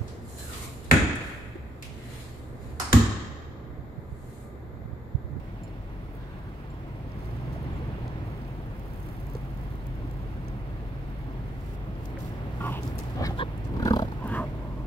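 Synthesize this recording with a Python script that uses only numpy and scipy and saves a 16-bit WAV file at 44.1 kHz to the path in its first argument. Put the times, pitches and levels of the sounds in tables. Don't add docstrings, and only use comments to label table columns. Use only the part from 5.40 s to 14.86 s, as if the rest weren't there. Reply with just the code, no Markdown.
import sys
import numpy as np
from scipy import signal
from scipy.io import wavfile
from scipy.ndimage import uniform_filter1d

SR = 44100
rng = np.random.default_rng(int(sys.argv[2]) if len(sys.argv) > 2 else 0)


def master_out(mix):
    frames = np.transpose(np.atleast_2d(mix))
    ceiling = np.clip(frames, -1, 1)
    pcm = np.round(ceiling * 32767).astype(np.int16)
    wavfile.write(sys.argv[1], SR, pcm)


def linear_from_db(decibels):
    return 10 ** (np.asarray(decibels, float) / 20)


N = 417186

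# start_s, firing_hz, hum_db, load_db (over idle)
ENGINE_RUN = [(0, 45.8, -40.5, -1.5), (.7, 47, -38.5, -2), (1.2, 49.53, -43, -1), (1.68, 52.5, -38.5, 0),
              (1.95, 58.17, -35, 2.5), (2.16, 65.9, -33.5, 4), (2.34, 70.16, -33.5, 5),
              (2.69, 59.77, -39, 4), (3.11, 49.22, -38, 1), (3.79, 50.27, -36, 0.5),
              (4.6, 49.9, -33.5, 0.5), (6.46, 50.2, -36.5, 0.5), (6.9, 55.77, -36.5, 3),
              (7.35, 62.8, -37.5, 5), (7.85, 58.08, -37, 4.5), (8.38, 51.82, -32, 1.5),
              (9.0, 56.5, -36.5, 3), (9.46, 50.66, -32.5, -2)]


def rms_one(x):
    return x / np.sqrt(np.mean(x ** 2) + 1e-20)


def in_time(rows):
    s, *columns = np.transpose(rows)
    return [np.interp(np.arange(N) / SR, s, c) for c in columns]


def at_hz(points, hz):
    table_hz, values = np.transpose(points)
    return np.interp(np.log(hz), np.log(table_hz), values)


def drift(rate):
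    r = np.exp(-80 * np.pi * rate / SR)
    noise = rng.standard_normal(N // 40 + 2002)
    slow = signal.lfilter([1], [1, -2 * r, r * r], noise)[2000:]
    return np.interp(np.arange(N) / 40, np.arange(len(slow)), rms_one(slow - slow.mean()))


def band(x, low_hz, high_hz):
    edges = [low_hz, min(high_hz, .45 * SR)]
    return signal.sosfilt(signal.butter(2, edges, "band", fs=SR, output="sos"), x)


def resonate(x, hz, width):
    r = np.exp(-np.pi * width / SR)
    feedback = [1, -2 * r * np.cos(2 * np.pi * hz / SR), r * r]
    return signal.lfilter(np.array([1, 0, -1]) * (1 - r * r) / 2, feedback, x)


def place(pair, alike, pan_db, lead):
    n = np.arange(pair.shape[1])
    shared, different = np.sqrt(1 + alike) * pair[0], np.sqrt(1 - alike) * pair[1]
    left = shared + different
    right = np.interp(n - lead, n, shared - different)
    return np.array([left * linear_from_db(pan_db / 2), right * linear_from_db(-pan_db / 2)]) / np.sqrt(2)


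def add(out, piece, s):
    i = round(s * SR)
    out[..., i:i + piece.shape[-1]] += piece[..., :N - i]


def puff(noise, rise_s, fall_s):
    t = np.arange(noise.shape[-1]) / SR
    return noise * (1 - np.exp(-t / rise_s)) * np.exp(-t / fall_s)


def snorts():
    # start_s, effort_db, nostril_opening_db_per_octave
    breaths = [
        [(.72, -68, -2), (.82, -58, 2), (1.1, -57.5, -4)],
        [(7.199, -56, 5), (7.207, -38, 12), (7.25, -36, 6), (7.285, -34, -9), (7.31, -41, -8),
         (7.34, -41.5, -31), (7.385, -43, -29), (7.41, -58, -8)],
        [(7.75, -44.5, -8), (7.82, -32, -7.5), (7.865, -36.5, 14), (7.885, -42.5, 4), (7.905, -43, -3),
         (7.94, -64, -8)],
        [(7.97, -58, 0), (7.985, -40, -1), (7.997, -30, 5), (8.024, -26, -3.5), (8.033, -33, -11),
         (8.042, -48, -5)],
        [(8.29, -56, -9), (8.4, -46, 1), (8.45, -44, 2), (8.483, -40, 6), (8.497, -42, 0), (8.53, -44, 0),
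         (8.7, -64, 1)],
        [(8.79, -52, 7), (8.83, -42, -8), (8.87, -40, -2), (8.91, -41.5, 7), (8.95, -31, 7), (9.0, -31.5, -6),
         (9.04, -36, -23), (9.06, -49, -28), (9.46, -48.5, -19)],
    ]
    # pitch_hz, width_hz, level_db
    noses = [
        [(1580, 280, -6), (1110, 180, -8)],
        [(916, 280, 18.5), (1153, 82, 14), (1427, 43, 9), (2450, 400, -16), (3510, 340, -24)],
        [(520, 120, -2), (790, 120, 1.5), (1160, 220, 1.5), (1750, 210, 0.5), (2320, 150, -8.5),
         (4200, 400, -17), (5300, 500, -30)],
        [(473, 28, -3.5), (1040, 135, 5), (1620, 170, 1.5), (1870, 150, -5), (3430, 230, -16.5)],
        [(950, 118, 3), (1550, 310, -2.5), (594, 140, -11)],
        [(622, 79, -7.5), (1026, 194, 7), (1160, 120, -1.5), (1680, 200, -1), (2720, 270, -23.5),
         (3260, 200, -26.5)],
    ]
    # chest_db (over nose), hiss_db (over nose), hiss_db_per_opening,
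    # hiss_share (of the effort's swing)
    layer_levels = [
        (-2, -12, 2, .53),
        (-3, -15, -.25, 0.6),
        (4, -14.5, 0.3, 0.67),
        (-8.5, -22.5, 0.5, 0.18),
        (7.5, -16, 1.5, 0.71),
        (-3, -24, 0.52, 0.39),
    ]
    # pan_db (left over right), left_lead_samples, likeness (0-1), chest_hz, nostril_hz
    places = [
        (-0.5, 6.7, 0.45, 190, 3500),
        (-2.5, 4.5, 0.98, 165, 2780),
        (-0.5, 7.5, 0.8, 61, 3200),
        (-2.5, 11.4, 0.8, 410, 3450),
        (1.5, 5.2, 0.73, 237, 2300),
        (-1.5, 3.6, 1, 202, 2900),
    ]
    chest_share = 0.47
    lumpy_db = 1.8
    out = np.zeros((2, N))
    for rows, nose, layers, spot in zip(breaths, noses, layer_levels, places):
        chest_over_db, hiss_over_db, hiss_per_opening, hiss_share = layers
        pan_db, lead, alike, chest_hz, nostril_hz = spot
        s, *columns = np.transpose(rows)
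        t = np.arange(s[0], s[-1], 1 / SR)
        nose_db, bright_db = [np.interp(t, s, c) for c in columns]
        slack_db = nose_db.max() - nose_db
        chest_db = chest_over_db + (1 - chest_share) * slack_db
        hiss_db = hiss_over_db + (1 - hiss_share) * slack_db + hiss_per_opening * bright_db
        air = rng.standard_normal((2, len(t))) * linear_from_db(lumpy_db * drift(130)[:len(t)])
        weights = np.array([linear_from_db(level_db + bright_db * np.log2(hz / 1000)) for hz, width, level_db in nose])
        rings = [nose_ring(air, hz, width, slack_db) for hz, width, level_db in nose]
        ringing = sum(w * x for w, x in zip(weights, rings)) / np.sqrt(np.sum(weights ** 2, axis=0))
        chest = rms_one(resonate(band(air, 70, 420), chest_hz, chest_hz))
        hiss = resonate(resonate(band(air, 1400, 6400), nostril_hz, 1050), nostril_hz, 1050)
        sound = ringing + linear_from_db(chest_db) * chest + linear_from_db(hiss_db) * rms_one(hiss)
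        fade = np.clip(np.minimum(t - s[0], s[-1] - t) / 0.0049, 0, 1)
        add(out, place(fade * linear_from_db(nose_db) * sound, alike, pan_db, lead), s[0])
    return out


def nose_ring(air, hz, width, slack_db):
    sag_octaves_per_db, even_s, even_share = .005, .012, .5
    x = resonate(resonate(air, hz, 2 * width), hz, width)
    at = np.cumsum(2 ** (-sag_octaves_per_db * slack_db * np.log2(hz / 400)))
    x = np.array([np.interp(at, np.arange(len(v)), v) for v in x])
    power = uniform_filter1d(np.mean(rms_one(x) ** 2, axis=0), size=round(even_s * SR))
    return rms_one(x / (power + .02) ** (even_share / 2))


def flutter():
    # pitch_hz, width_hz, level_db
    palate = [(2710, 300, -3), (3210, 430, 0.5), (3920, 310, 1), (4640, 430, -4), (6200, 550, -15)]
    out, t = np.zeros((2, N)), np.arange(3000) / SR
    for s, peak_db, throat_hz, mouth_hz, mouth_db, spit_db in flaps():
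        air = rng.standard_normal((2, len(t)))
        push = .5 * puff(np.sin(2 * np.pi * 85 * t - .8), 0.0017, 0.0082)
        ring_s = 0.0039 * linear_from_db(0.7 * (peak_db + 20.0))
        tone = np.sin(2 * np.pi * throat_hz * t) + 0.14 * np.sin(2 * np.pi * 2.17 * throat_hz * t)
        throat = -puff(tone, 0.0034, ring_s)
        jet = puff(air, 0.0032, 0.0041 * linear_from_db(0.35 * (mouth_db + 21.5)))
        mouth = 1.4 * resonate(resonate(jet, mouth_hz, 360), mouth_hz, 210)
        mouth = mouth + 0.93 * resonate(jet, 868, 78) - 0.31 * resonate(jet, 1600, 260)
        mouth = band(mouth + 1.03 * resonate(jet, 480, 140), 260, 2100)
        spray = puff(air[::-1], 0.0065, 0.0058)
        tongue = 1 + 0.048 * rng.standard_normal()
        spit = 0.11 * band(spray, 6000, 16000)
        for hz, width, level_db in palate:
            spit = spit + linear_from_db(level_db) * resonate(resonate(spray, hz * tongue, width), hz * tongue, width)
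        flap = linear_from_db(peak_db + 2.5) * (push + throat) * [[1], [.3]]
        add(out, place(linear_from_db(mouth_db) * mouth / abs(mouth).max(), 0.97, -2.2, 10.3), s - .002)
        add(out, place(linear_from_db(spit_db) * spit / abs(spit).max(), 0.38, -1.7, 7.4), s - .006)
        add(out, place(flap, 0.95, -2.2, 7.6), s)
    return out


def flaps():
    # start_s, effort_db, throat_hz, mouth_hz, mouth_db (over throat)
    grunt = [(8.34, -19.5, 183, 950, -16.5), (8.40, -16.5, 255, 1090, -10.5), (8.43, -16, 237, 1400, -7.5),
             (8.455, -12.5, 226, 1500, -3.5), (8.481, -16, 298, 1430, 0), (8.506, -9, 227, 1160, -7.5),
             (8.535, -11.5, 231, 910, -4), (8.563, -14, 230, 580, 1), (8.592, -16.5, 225, 620, 0),
             (8.622, -15, 211, 600, -4), (8.65, -24, 203, 620, -6), (8.69, -23, 190, 796, -12),
             (8.72, -24.5, 184, 786, -5)]
    # first_s, period_s, period_growth_s (per flap), level_db
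    runs = [
        (8.341, .0285, 0, 0),
        (8.479, .0275, .0005, 0),
        (8.358, .113, 0, -3),
        (8.721, .04, 0, 0),
    ]
    counts = [5, 8, 2, 1]
    spit_follows, dries_s, dries_db_per_s = 0.72, 8.56, 42
    rows, (s, *columns) = [], np.transpose(grunt)
    for (first_s, period_s, slowing_s, run_db), count in zip(runs, counts):
        for k in range(count):
            at = first_s + period_s * k + slowing_s * k * (k - 1) / 2
            peak_db, throat_hz, mouth_hz, open_db = [np.interp(at, s, c) for c in columns]
            mouth_db = peak_db + open_db + 2 * run_db
            spit_db = -38 + spit_follows * (mouth_db + 19.5) - dries_db_per_s * max(at - dries_s, 0)
            rows.append((at, peak_db + run_db, throat_hz, mouth_hz, mouth_db, spit_db))
    return rows


def engine_hum():
    # order (multiple of a third of the firing rate), level_db (over the firing tone)
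    weaker_orders = [(1, -32), (1.5, -42), (2, -9.5), (2.5, -12), (3.5, -12), (4, -19.5), (4.5, -18.5),
                     (5, -11.5), (7, -9), (10, -23.5), (12, -21)]
    # pitch_hz, level_db
    boom = [(92, -54), (100, -48.5), (112, -38), (122, -35), (134, -37.5), (150, -42), (190, -66)]
    fan_db, fan_best_hz, fan_loss_db_per_octave = -41.5, 135.8, 27
    cooling_fan_hz, cooling_fan_db = 181, -56
    firing_hz, firing_db, load_db = in_time(ENGINE_RUN)
    swing_db = firing_db - firing_db.mean()
    double_db = at_hz(boom, 2 * firing_hz) + swing_db / 2
    off_best_octaves = abs(np.log2(8 / 3 * firing_hz / fan_best_hz))
    fan_order_db = fan_db + swing_db - fan_loss_db_per_octave * off_best_octaves
    turn = 2 * np.pi * np.cumsum(firing_hz) / SR / 3 + .02 * drift(3)
    lines = [(3, firing_db), (6, double_db), (8, fan_order_db)]
    lines += [(k, firing_db + level_db) for k, level_db in weaker_orders]
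    hum = sum(linear_from_db(level_db + drift(3)) * np.sin(k * turn + rng.uniform(0, 7)) for k, level_db in lines)
    whirr = resonate(resonate(rng.standard_normal(N), cooling_fan_hz, 14), cooling_fan_hz, 14)
    hum = hum + linear_from_db(cooling_fan_db) * rms_one(whirr)
    return place(np.array([hum, np.roll(hum, 200)]), .88, .2, 0)


def engine_roar(patchy_db):
    # pitch_hz, level_db (per Hz)
    roar = [(22, 0), (50, -10), (76, -9.5), (124, -5.5), (165, -14.5), (258, -15), (310, -16.5), (444, -26),
            (1100, -34), (1400, -39), (1900, -39.5), (6010, -60), (9000, -63.5), (15100, -57.5)]
    # pitch_hz, likeness (0-1)
    likeness = [(30, 1), (170, 1), (350, 0.88), (780, 0.92), (1400, 0.42), (2000, 0.16), (15000, 0.082)]
    # pitch_hz, pan_db (left over right)
    sides = [(60, 0), (180, 0.5), (550, 1), (1650, -3.5), (4970, -2.5), (15000, -1)]
    load_db = in_time(ENGINE_RUN)[-1]
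    rumble_db, clatter_db = -3 + 0.97 * load_db, 4.5 + 0.88 * load_db
    out, edges = 0, 22 * 2 ** np.arange(0, 10, 1 / 3)
    white = rng.standard_normal((4, 2, N))
    for k, (low, high) in enumerate(zip(edges, edges[1:])):
        hz = np.sqrt(low * high)
        clatter_share = at_hz([(250, 0.18), (700, 1)], hz)
        answer_db = (1 - clatter_share) * rumble_db + clatter_share * clatter_db
        answer_db = answer_db * at_hz([(3000, 1), (8000, 0.26)], hz)
        level_db = at_hz(roar, hz) + answer_db + patchy_db * drift(13.7)
        pair = band(white[k % len(white)], low, high) * linear_from_db(level_db)
        lead = at_hz([(150, 12.5), (800, 10.4)], hz)
        out = out + place(pair, at_hz(likeness, hz), at_hz(sides, hz), lead)
    return linear_from_db(-36.5) * band(rms_one(out), 45.5, 19000)


def rustle(grains_per_s, spread_db):
    hooves_from_s = 6.1
    lower, upper = swells()
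    sleeve = np.arange(N) < hooves_from_s * SR
    born = rng.random(N) < grains_per_s * linear_from_db(5.0 * drift(25)) / SR
    grain_sizes = born * linear_from_db(spread_db * np.minimum(rng.exponential(1, N), 3))
    sizes = uniform_filter1d(grain_sizes, size=40)
    grains = rng.standard_normal((2, N)) * (.8 + rms_one(sizes) * np.where(sleeve, .6, .3))
    low = rms_one(resonate(band(grains, 2300, 9700), 3500, 4200)) * lower
    high = rms_one(resonate(band(grains, 8800, 21000), 13000, 5000)) * upper
    sound = low + high
    cloth, soil = place(sound, .85, -3, -20), place(sound, .35, 0, -17)
    return np.where(sleeve, cloth, soil)


def swells():
    # peak_s, peak_db, swell_or_fade_s (for 20 dB), upper_part_db
    sleeve_moves = [(.755, -69, 0.08, .4), (1.05, -76, 1, -3), (1.87, -67, 0.3, -4.5), (2.1, -69, .5, -4),
                    (2.38, -72, .7, -3), (3.0, -68.5, 0.5, -3), (3.4, -71, 0, -4), (3.62, -63.5, 0.5, -1.5),
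                    (3.8, -72, 0.3, -1.5), (3.93, -65.5, 0.3, -3), (4.2, -71, 0.4, -1.5),
                    (4.4, -74, .5, -1), (4.8, -73, 1, -3.5), (5.2, -77, 2, -3), (5.75, -77, 0.5, -1),
                    (6.08, -81.5, 3, -2)]
    # peak_s, peak_db, swell_s (for 20 dB), fade_s (for 20 dB), upper_part_db
    soil_moves = [(6.355, -60, 0.35, 0, -4), (6.655, -60, 0.1, 0.1, -2.5), (6.79, -54, 0, 0.24, -3.5),
                  (6.895, -59, 0.1, 0, -5), (7.29, -55, 0.23, .16, -3.5), (7.436, -53, 0.04, 0.07, -7),
                  (7.47, -54, .06, 0.1, -4), (7.51, -63, 0.6, 0.4, -1), (7.597, -45, 0, .02, -5),
                  (7.63, -54.5, 0.03, 0.13, -6), (7.705, -58, -0.1, 0.1, -6), (7.86, -57.5, 0.1, .15, -5),
                  (8.0, -55, 0.05, 0.03, -5), (8.18, -72, 5, 1.5, -.5), (8.25, -56.5, -0.24, 0.04, -11),
                  (8.49, -60, .19, .46, -3), (8.84, -61, -0.1, 0.4, -3.5), (8.97, -56, .12, 0.1, -5),
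                  (9.3, -70, 2.5, 6, -5)]
    moves = [(s, db, d, d, up) for s, db, d, up in sleeve_moves] + list(soil_moves)
    t, power = np.arange(0, N, 32) / SR, 1e-10
    for s, peak_db, rise_s, fall_s, upper_db in moves:
        upper = min(linear_from_db(upper_db), .97) ** 2
        away = np.where(t < s, (s - t) / max(rise_s, .01), (t - s) / max(fall_s, .01))
        level = linear_from_db(peak_db - 20 * away ** 1.4)
        power = power + level ** 2 * np.array([[1 - upper], [upper]])
    return [np.interp(np.arange(N) / SR, t, np.sqrt(p)) for p in power]


def crackles():
    # start_s, peak_db, lower_part_db
    weave = [(3.3633, -58, -8), (3.3952, -51, -8), (3.4331, -56, -8), (3.4604, -57, -8), (3.4805, -56, -8),
             (3.5099, -58, -8), (3.5354, -55, -8), (3.5444, -54, -8), (3.5594, -54, -8), (3.6037, -55, -8),
             (3.6037, -49, -8), (3.6287, -53, -8), (3.6516, -55, -8), (3.6684, -50, -8), (3.6875, -49, -11),
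             (3.7125, -54, -8), (3.7644, -57, -8), (3.7973, -55, -8), (3.8114, -58, -8), (3.8676, -47, -5),
             (3.8995, -49, -8), (3.935, -50, -8), (4.0128, -57, -8), (4.0507, -58, -8), (4.114, -58, -8),
             (4.146, -57, -8), (4.1734, -52, -4), (4.2058, -60, -8), (4.2133, -52, -8), (4.2333, -57, -8),
             (4.2517, -60, -8), (4.2737, -59, -8), (4.338, -55, -8), (4.3545, -50, -8), (4.4403, -58, -8),
             (4.468, -44, -8), (4.5531, -56, -8), (4.7117, -49, -3), (4.7381, -56, -8), (4.7716, -56, -8),
             (4.817, -57, -8)]
    out = np.zeros((2, N))
    for s, peak_db, low_db in weave:
        jet = puff(rng.standard_normal((2, 600)), 0.00047, 0.0015)
        snap = rms_one(resonate(jet, 13200, 3500)) + linear_from_db(low_db) * rms_one(resonate(jet, 6800, 2500))
        add(out, place(linear_from_db(peak_db + 3.5) * snap / abs(snap).max(), .8, -8, -18.0), s)
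    return out


def ticks_and_snaps():
    # start_s, peak_db, pitch_hz,
    # pan_db (left over right)
    trim = [(1.7185, -49, 4650, -1.5), (2.1326, -48, 4300, -1.0), (2.6788, -49, 4850, -1.0),
            (3.017, -50, 4580, -3.5), (3.049, -52, 4750, -1.5), (3.9504, -46, 5860, -3.0),
            (5.0484, -53, 6000, -1.5), (5.0828, -45, 6060, -5), (6.5535, -54, 4610, 0.0),
            (7.6974, -48, 4380, -1.0), (7.9069, -50, 5050, -1.0), (2.6788, -47, 3900, -1),
            (2.6788, -49, 6500, -1), (3.951, -46, 4000, -3), (8.684, -48, 3950, -2), (8.718, -48, 4100, -2)]
    # start_s, peak_db, pitch_hz, pan_db (left over right)
    twigs = [(.735, -54, 14800, -3), (.752, -51, 15000, -3), (.77, -52, 14500, -3), (5.7, -54, 13500, -3),
             (5.79, -55, 12500, -3), (2.2278, -48, 11600, -2.5), (6.6438, -52, 10000, 0),
             (6.6555, -40, 6000, 9), (6.6555, -43, 12500, 4), (6.7885, -49, 6540, -4),
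             (6.805, -44, 6000, -3), (6.82, -42, 14000, -2), (6.858, -50, 14000, -2),
             (6.8907, -44, 13000, -2), (7.4315, -37, 7400, -2.0), (7.433, -38, 5300, -2),
             (7.4764, -36.5, 5250, -3), (7.5552, -41, 11000, 2), (7.577, -52, 7500, 3),
             (7.5825, -34, 9000, 4), (7.5825, -37, 13500, 4), (7.5885, -33, 11500, 4),
             (7.4535, -44, 7400, -2), (7.621, -47, 9000, 2), (7.636, -49, 11000, 2),
             (7.6965, -47, 11000, 0), (7.5885, -27.5, 5800, 8), (7.599, -39, 6500, 3),
             (7.609, -42, 7200, 2), (7.685, -47, 4400, 0), (7.7593, -47, 5090, -0.5),
             (7.8625, -42, 4000, -5), (7.863, -40, 2400, 0), (7.863, -44, 5300, -2),
             (8.1778, -45, 9600, -6), (8.2437, -51, 4743, -12), (8.8763, -36, 12700, 0)]
    out = np.zeros((2, N))
    for s, peak_db, hz, pan_db, wide in [(*row, .08) for row in trim] + [(*row, .3) for row in twigs]:
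        jet = puff(rng.standard_normal((2, 1500)), 0.00045, 0.002)
        tick = resonate(resonate(jet, hz, .5 * hz), hz, .5 * hz) + wide * band(jet, 4000, 16000)
        add(out, place(linear_from_db(peak_db) * tick / abs(tick).max(), .6, pan_db, -20), s)
    return out


def knocks():
    # start_s, peak_db, pitch_hz, length_cycles
    thuds = [(2.16, -33.5, 650, 6), (3.951, -26.5, 437, 3.8), (4.638, -30.5, 284, 6.2),
             (5.041, -39, 315, 5.2), (6.485, -28, 178, 3.7), (6.773, -37, 548, 13),
             (6.773, -32.5, 1770, 2.5), (7.585, -44, 2700, 5), (7.906, -29, 780, 7.3),
             (7.841, -24, 62, 2.9), (8.845, -27.5, 219, 5.2), (8.86, -32, 103, 8.2), (8.902, -26, 263, 6.2),
             (8.472, -21, 316, 2.7), (8.449, -27, 320, 1.5), (7.6, -29, 320, 1.2), (7.9, -29, 110, 1.2),
             (5.12, -37, 205, 14)]
    out, t = np.zeros((2, N)), np.arange(6000) / SR
    for s, peak_db, hz, cycles in thuds:
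        arch = np.sin(np.pi * np.clip(t * hz / cycles, 0, 1)) ** 0.58
        add(out, linear_from_db(peak_db - 1.5) * np.sin(2 * np.pi * hz * t) * arch, s)
    return out


def key_clinks():
    # start_s, peak_db, low_tones_extra_db
    touches = [
        (.235, -47.5, -3),
        (.2765, -65, 16),
        (1.303, -60, 6),
        (1.34, -70, 5),
        (2.332, -61, -4),
        (2.36, -61, 0),
    ]
    # pitch_hz, level_db, t60_s (to fade 60 dB)
    tones = [(4240, -14.5, 0.087), (5230, -14, .06), (7150, -7, .07), (7260, -5, 0.08),
             (10000, -15.5, 0.09), (11200, -17, .055), (12900, -18, .05)]
    out, t = np.zeros((2, N)), np.arange(6000) / SR
    for s, peak_db, low_db in touches:
        strengths = rng.normal(0, 0.75, len(tones)) + low_db * (np.arange(len(tones)) < 2)
        clink = 0
        for (hz, level_db, t60), more_db in zip(tones, strengths):
            clink = clink + linear_from_db(level_db + more_db - 60 * t / t60) * np.sin(2 * np.pi * hz * t)
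        add(out, linear_from_db(peak_db) * clink * linear_from_db([[-4], [3]]), s)
    return out


def scene():
    bison = snorts() + flutter()
    truck = engine_hum() + engine_roar(patchy_db=0.97)
    rubbing = rustle(grains_per_s=600, spread_db=8.0) + crackles()
    return bison + truck + rubbing + ticks_and_snaps() + knocks() + key_clinks()


def band_limit(x):
    return signal.sosfilt(signal.butter(12, 16540, fs=SR, output="sos"), x)


def record(dry):
    mix = signal.sosfilt(signal.ellip(10, .3, 45, 15800, fs=SR, output="sos"), dry)
    return band_limit(mix)


dry = scene()
out = record(dry)
master_out(out)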